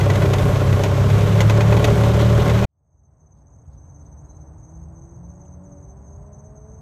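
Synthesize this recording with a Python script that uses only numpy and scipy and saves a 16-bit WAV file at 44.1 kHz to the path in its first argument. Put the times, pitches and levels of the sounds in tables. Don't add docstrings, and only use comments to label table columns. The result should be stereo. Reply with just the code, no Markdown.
import sys
import numpy as np
from scipy.fft import rfft, irfft, next_fast_len
from scipy.io import wavfile
from scipy.ndimage import map_coordinates

SR = 44100
rng = np.random.default_rng(int(sys.argv[2]) if len(sys.argv) > 2 else 0)


def generate_wav(sig):
    pcm = np.round(np.clip(np.atleast_2d(sig).T, -1, 1) * 32767).astype(np.int16)
    wavfile.write(sys.argv[1], SR, pcm)


N = 300321
CUT_S = 2.652

# (frequency [Hz], relative density [dB])
RUMBLE_SPECTRUM = [(20, -38), (32, -27), (48, -6), (68, 3), (90, -0.5), (115, -6.5), (145, -1.5),
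                   (180, -14.5), (230, -17.5), (340, -64), (600, -120)]
ROAD_SPECTRUM = [(120, -39), (230, -0.5), (400, -1), (500, -2.5), (650, 0.5), (950, -3.5), (1400, -14.5),
                 (2000, -25.5), (3000, -42), (5000, -44), (8500, -51), (10000, -76)]
TYRE_SPECTRUM = [(18, -41), (33, -7), (50, -6.5), (80, -1.5), (120, -3.5), (170, -2), (240, -12.5),
                 (330, -16), (700, -38.5), (1500, -45)]
CLATTER_SPECTRUM = [(150, -17.5), (300, 3), (600, 7), (1000, 0.5), (1650, -3.5), (2150, -4), (2600, -8.5),
                    (3400, -12), (4900, -18), (6300, -16.5), (8300, -21), (10000, -58.5), (13500, -28)]
CRACK_SPECTRUM = [(200, -8.5), (600, 11.5), (1400, -3), (2500, 0), (3600, -2), (5000, -11), (6500, -5.5),
                  (9000, -21), (13500, -22.5)]
# (frequency [Hz], left-right correlation [-1..1])
FIELD_CORR = [(60, 1), (130, 0.78), (280, -0.041), (610, -0.17), (1300, -0.24), (3000, 0.22)]
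TYRE_CORR = [(30, .94), (130, 0.9), (250, 0.49), (420, 0.28), (700, 0)]
CART_CORR = [(130, 1), (250, 0.51), (420, 0.65), (700, -0.22), (1300, 0.27), (2000, -0.4), (3500, .1),
             (6000, 0.071), (8500, -0.45), (12000, 0.93)]

# (time [s], firing rate [Hz])
CAR_FIRING = [(2.7, 120), (5.0, 166.5), (5.6, 181), (5.9, 193), (6.81, 220.5)]
CAR_HARMONICS_DB = [-57, -57.5, -70.5, -80, -77]
# (frequency [Hz], half-width [Hz], gain [dB])
EXHAUST_MODES = [(171, 17.3, 11), (332, 12.7, 4.5), (625, 34, 13), (995, 28, 10)]
# (time [s], half-width [s], level [dB])
GRASS_BRUSHES = [(3.384, .03, -78), (3.737, .035, -75.5), (4.06, .035, -80.5)]
# (time [s], level [dB])
GRASS_TICKS = [(3.655, -76.5), (3.853, -78), (5.455, -74), (5.7, -82)]
# (first phrase [s], pitch [Hz], level [dB])
FAR_CRICKETS = [(2.72, 6340, -62.5), (2.8, 6620, -66), (2.86, 6430, -61)]
# (start [s], chirps [count])
NEAR_PHRASES = [(2.936, 3), (3.211, 3), (3.48, 3), (3.785, 8), (4.305, 4), (4.635, 4), (4.972, 4),
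                (5.248, 2), (5.42, 3), (5.67, 5), (6.08, 2), (6.344, 3), (6.58, 4)]

# (time [s], relative force [dB], treble share [dB])
KNOCKS = [(0.0084, -16.5, -19), (0.0998, -13, -18), (0.1555, -19, -13.5), (0.2204, -14, -24.5),
          (0.2563, -19.5, -19), (0.3341, -12, -15.5), (0.384, -23.5, -8.5), (0.8357, -14.5, -11.5),
          (1.1012, -17.5, -19.5), (1.4048, -13.5, -10.5), (1.497, -12.5, -15), (1.607, -13, -18),
          (1.724, -13.5, -22.5), (1.7668, -16, -18), (1.8425, -11.5, -10.5), (2.0353, -17.5, -17.5),
          (2.2105, -20, -13), (2.4955, -15.5, -23.5)]
# (frequency [Hz], relative level [dB], t60 [s])
FITTING_MODES = [(415, 2.5, 0.13), (556, 2, 0.056), (864, -2, 0.16), (1022, -1, 0.052), (1520, -3.5, .06),
                 (1685, -7, 0.05), (2010, 2.5, 0.055), (2230, -5, 0.056), (2530, -1.5, 0.055),
                 (3340, -10.5, 0.049), (3480, -10, 0.046), (4120, -11, .055), (4600, -12, .045),
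                 (6090, -20.5, .05)]
# (frequency [Hz], width [Hz], relative gain [dB])
BODY_MODES = [(301, 45, -8), (381.2, 16, -0.5), (408.4, 19, 4.5), (485, 25, -5.5), (564.3, 24, 2.5),
              (599, 33, 1), (625.3, 30, -7.5), (745, 23, -7), (938, 56, -17.5), (1033, 15, -8),
              (1070.5, 30, -7), (1131, 22, -10), (1419, 30, -12), (1582, 18, -28.5), (1970, 22, -20),
              (2420, 23, -25.5), (3030, 24, -21.5)]
# (time [s], relative level [dB])
BODY_SHAKE = [(0, -23.5), (.85, -25), (1.05, -29), (1.75, -23), (2.0, -21.5), (2.2, -24), (2.65, -25)]
# (frequency [Hz], level [dB])
ORDER_LEVELS = [(33, -40), (69, -33), (76, -22.5), (97, -18.5), (108, -13), (115, -17.5), (135, -22),
                (149, -28.5), (164, -34.5), (178, -26), (191, -25)]
# (time [s], cycle rate [Hz])
ENGINE_RATE = [(0, 33.6), (.39, 32.4), (.65, 32.4), (.91, 33.1), (1.69, 36.8), (2.21, 38.05), (2.65, 38.25)]


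def amp(db):
    return 10 ** (np.asarray(db) / 20)


def unit(x):
    return x / np.sqrt(np.mean(x ** 2) + 1e-20)


def time_s():
    return np.arange(N) / SR


def along(points, hz):
    knots_hz, values = np.transpose(points)
    return np.interp(np.log(hz + 1), np.log(knots_hz + 1), values)


def curve(points):
    return np.interp(time_s(), *np.transpose(points))


def wobble(rate_hz):
    return map_coordinates(rng.standard_normal(int(N * rate_hz / SR) + 4), [time_s() * rate_hz])


def swell(centre_s, half_width_s):
    return np.exp(-np.minimum(((time_s() - centre_s) / half_width_s) ** 2, 50))


def filtered(x, response):
    size = next_fast_len(N + SR // 2)
    return irfft(rfft(x, size) * response(np.fft.rfftfreq(size, 1 / SR)), size)[..., :N]


def spread(pair, corr):
    angle = lambda hz: np.arccos(np.clip(along(corr, hz), -1, 1)) / 2
    mid, side = filtered(pair, lambda hz: np.array([np.cos(angle(hz)), np.sin(angle(hz))]))
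    return unit(np.array([mid + side, mid - side]))


def noise(spectrum, corr):
    return spread(filtered(rng.standard_normal((2, N)), lambda hz: amp(along(spectrum, hz))), corr)


def band(centre_hz, half_width_hz):
    response = lambda hz: 1 / (1 + ((hz - centre_hz) / half_width_hz) ** 4)
    return unit(filtered(rng.standard_normal((2, N)), response))


def pan(left_db):
    return amp([[left_db / 2], [-left_db / 2]])


def far_car(nearest_s=6.55, approach_db_per_s=2.34):
    firing_hz = curve(CAR_FIRING)
    phase = 2 * np.pi * np.cumsum(firing_hz + wobble(9.4)) / SR
    distance_db = -approach_db_per_s * np.abs(time_s() - nearest_s)
    note = 0
    for k, db in enumerate(CAR_HARMONICS_DB, 1):
        boom_db = sum(gain_db / (1 + ((k * firing_hz - hz) / half_width_hz) ** 6)
                      for hz, half_width_hz, gain_db in EXHAUST_MODES)
        note += amp(db + distance_db + boom_db + 2.5 * wobble(7.6)) * np.sin(k * phase)
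    return np.sqrt(2) * note


def far_motor(hum_hz=286):
    phase = 2 * np.pi * np.cumsum(hum_hz + 1.293 * wobble(14)) / SR
    level_db = -66 + 12.5 * swell(5.63, 0.39) + 2.5 * wobble(8)
    return amp(level_db) * (np.sin(phase) + amp(-1) * np.sin(2 * phase))


def far_traffic(growth_db_per_s=0.43):
    rumble = amp(-41 + 0.27 * wobble(23)) * noise(RUMBLE_SPECTRUM, FIELD_CORR)
    road_db = -53 + growth_db_per_s * (time_s() - CUT_S) + 0.19 * wobble(25)
    road = amp(road_db) * noise(ROAD_SPECTRUM, FIELD_CORR)
    return (rumble + far_car() + far_motor()) * pan(2.7) + road * pan(0.69)


def grass():
    brushes = sum(amp(db) * swell(s, half_width_s) for s, half_width_s, db in GRASS_BRUSHES)
    ticks = sum(amp(db) * swell(s, 0.0046) for s, db in GRASS_TICKS)
    return brushes * (band(4313, 1320) + .4 * band(9000, 4000)) + ticks * band(2800, 600)


def bird():
    return amp(-74) * (swell(4.31, 0.034) + 0.15 * swell(4.39, 0.071)) * band(4050, 90)


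def cricket(phrases, hz, detune, echo_db, rough, period_s=.057, half_width_s=0.015):
    t = np.arange(-SR // 15, SR // 15) / SR

    def stroke(pitch_hz, delay_s, lag_cycles):
        envelope = np.exp(-np.abs((t - delay_s) / half_width_s) ** 3)
        return envelope * np.sin(2 * np.pi * (pitch_hz * t - lag_cycles))

    song = np.zeros((2, N + SR))
    for start_s, chirps in phrases:
        for k in range(int(chirps)):
            pitch_hz = hz * rng.normal(1, detune)
            echoes = sum(stroke(pitch_hz, s, rng.random((2, 1))) for s in rng.uniform(.006, .028, 2))
            chirp = stroke(pitch_hz, 0, np.array([[0], [.22]])) + amp(echo_db) * echoes
            start = round((start_s + k * period_s + t[0]) * SR)
            song[:, start:start + len(t)] += amp(rng.standard_normal()) * chirp
    return song[:, :N] * (1 + rough * wobble(260))


def crickets(far_period_s=.355, far_chirps=4):
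    near = amp(-53) * cricket(NEAR_PHRASES, hz=6193, detune=0.0041, echo_db=-11, rough=0.34)
    far = 0
    for first_s, hz, db in FAR_CRICKETS:
        starts_s = np.arange(first_s, N / SR, far_period_s)
        phrases = [(s + rng.normal(0, 0.011), far_chirps) for s in starts_s]
        far += amp(db) * cricket(phrases, hz, detune=0.0045, echo_db=-11.5, rough=0.74)
    chorus = amp(-73 + 1.6 * wobble(18)) * band(6050, 190)
    trills = amp(-75.3) * (band(8200, 380) + amp(-14) * band(12000, 1100))
    return (near + far + chorus + trills) * pan(3.1)


def tyres():
    return amp(-22 + 1.8 * wobble(9)) * noise(TYRE_SPECTRUM, TYRE_CORR)


def jiggles(rate_hz=6, force_db=-22, scatter_db=2.5, treble_db=-15.5):
    draws = rng.random((int(rate_hz * CUT_S), 2))
    return [(when * CUT_S, force_db + scatter_db * (2 * size - 1), treble_db) for when, size in draws]


def rattles(attack_s=0.00056, crack_t60_s=.04, thud_t60_s=0.085):
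    t = np.arange(SR // 5) / SR
    rings = np.zeros((2, N + SR))
    crack_env, thud_env = np.zeros((2, N + SR))
    for knock_s, force_db, treble_db in list(KNOCKS) + jiggles():
        for delay_s, bounce_db in [(0, 0), (rng.uniform(0.0022, .009), -9)]:
            start = round((knock_s + delay_s) * SR)
            span = slice(start, start + len(t))
            force = amp(force_db + bounce_db) * (1 - np.exp(-t / attack_s))
            crack_env[span] += force * amp(treble_db - 60 * t / crack_t60_s)
            thud_env[span] += force * amp(-60 * t / thud_t60_s)
            for hz, db, t60_s in FITTING_MODES:
                decay = amp(db + 2.5 * rng.standard_normal((2, 1)) - 60 * t / t60_s)
                cycles = hz * rng.normal(1, .02) * t + rng.random((2, 1))
                rings[:, span] += force * decay * np.sin(2 * np.pi * cycles)
    crack = amp(12.5) * crack_env[:N] * noise(CRACK_SPECTRUM, CART_CORR)
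    thud = amp(-8.5) * thud_env[:N] * spread(band(640, 430), CART_CORR)
    return amp(-10.5) * rings[:, :N] + crack + thud


def clatter(cycles, excess_hz, db_per_hz=0.32):
    beat_db = 0.5 * (np.cos(2 * np.pi * cycles) + 0.45 * np.cos(np.pi * cycles))
    pulsing = noise(CLATTER_SPECTRUM, CART_CORR) * amp(beat_db + 1.26 * wobble(90))
    return amp(-25 + db_per_hz * excess_hz) * unit(pulsing)


def chatter(excess_hz, db_per_hz=1.4):
    return amp(-46 + db_per_hz * excess_hz + 3 * wobble(45)) * band(3300, 800)


def body(cycles, scatter_db=4, rough=.45):
    starts = np.flatnonzero(np.diff(np.floor(cycles)))
    kicks = np.zeros(N)
    kicks[starts] = amp(scatter_db * rng.standard_normal(len(starts)))
    drive = unit(kicks) * np.array([[1], [.3]]) + rough * rng.standard_normal((2, N))

    def modes(hz):
        return sum((-1) ** k * amp(db) * 1j * hz * width_hz / (mode_hz**2 - hz**2 + 1j * hz * width_hz)
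                   for k, (mode_hz, width_hz, db) in enumerate(BODY_MODES))

    ringing = spread(filtered(drive, modes), corr=[(400, 0.56), (1200, 0.031)])
    return amp(curve(BODY_SHAKE) + 0.26) * ringing


def drone(engine_hz, cycles, orders=5, waver_db=1.8, jitter_rad=.16):
    tones = 0
    for k in range(1, orders + 1):
        level_db = along(ORDER_LEVELS, k * engine_hz) + waver_db * wobble(23)
        phase = 2 * np.pi * (k * cycles + rng.random()) + jitter_rad * wobble(20)
        tones += amp(level_db) * np.sin(phase)
    return np.sqrt(2) * tones


def cart():
    engine_hz = curve(ENGINE_RATE)
    cycles = np.cumsum(engine_hz) / SR
    excess_hz = engine_hz - np.mean(ENGINE_RATE, axis=0)[1]
    low = drone(engine_hz, cycles) + tyres()
    middle = body(cycles)
    high = clatter(cycles, excess_hz) + chatter(excess_hz)
    return low * pan(1.4) + middle * pan(-1.7) + high * pan(1.5) + rattles() * pan(3)


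def scene(cut_ramp_s=0.0065, fade_s=1.49):
    ride_gate = np.clip((CUT_S - time_s()) / cut_ramp_s + .5, 0, 1)
    fade_in = np.clip((time_s() - CUT_S) / fade_s, 0, 1) ** 1.22
    field = far_traffic() + crickets() + grass() + bird()
    return ride_gate * cart() + fade_in * field


def record(dry):
    cutoff_hz, edge_hz = 13800, 400
    return filtered(dry, lambda hz: np.clip((cutoff_hz - hz) / edge_hz + .5, 0, 1))


dry = scene()
out = record(dry)
generate_wav(out)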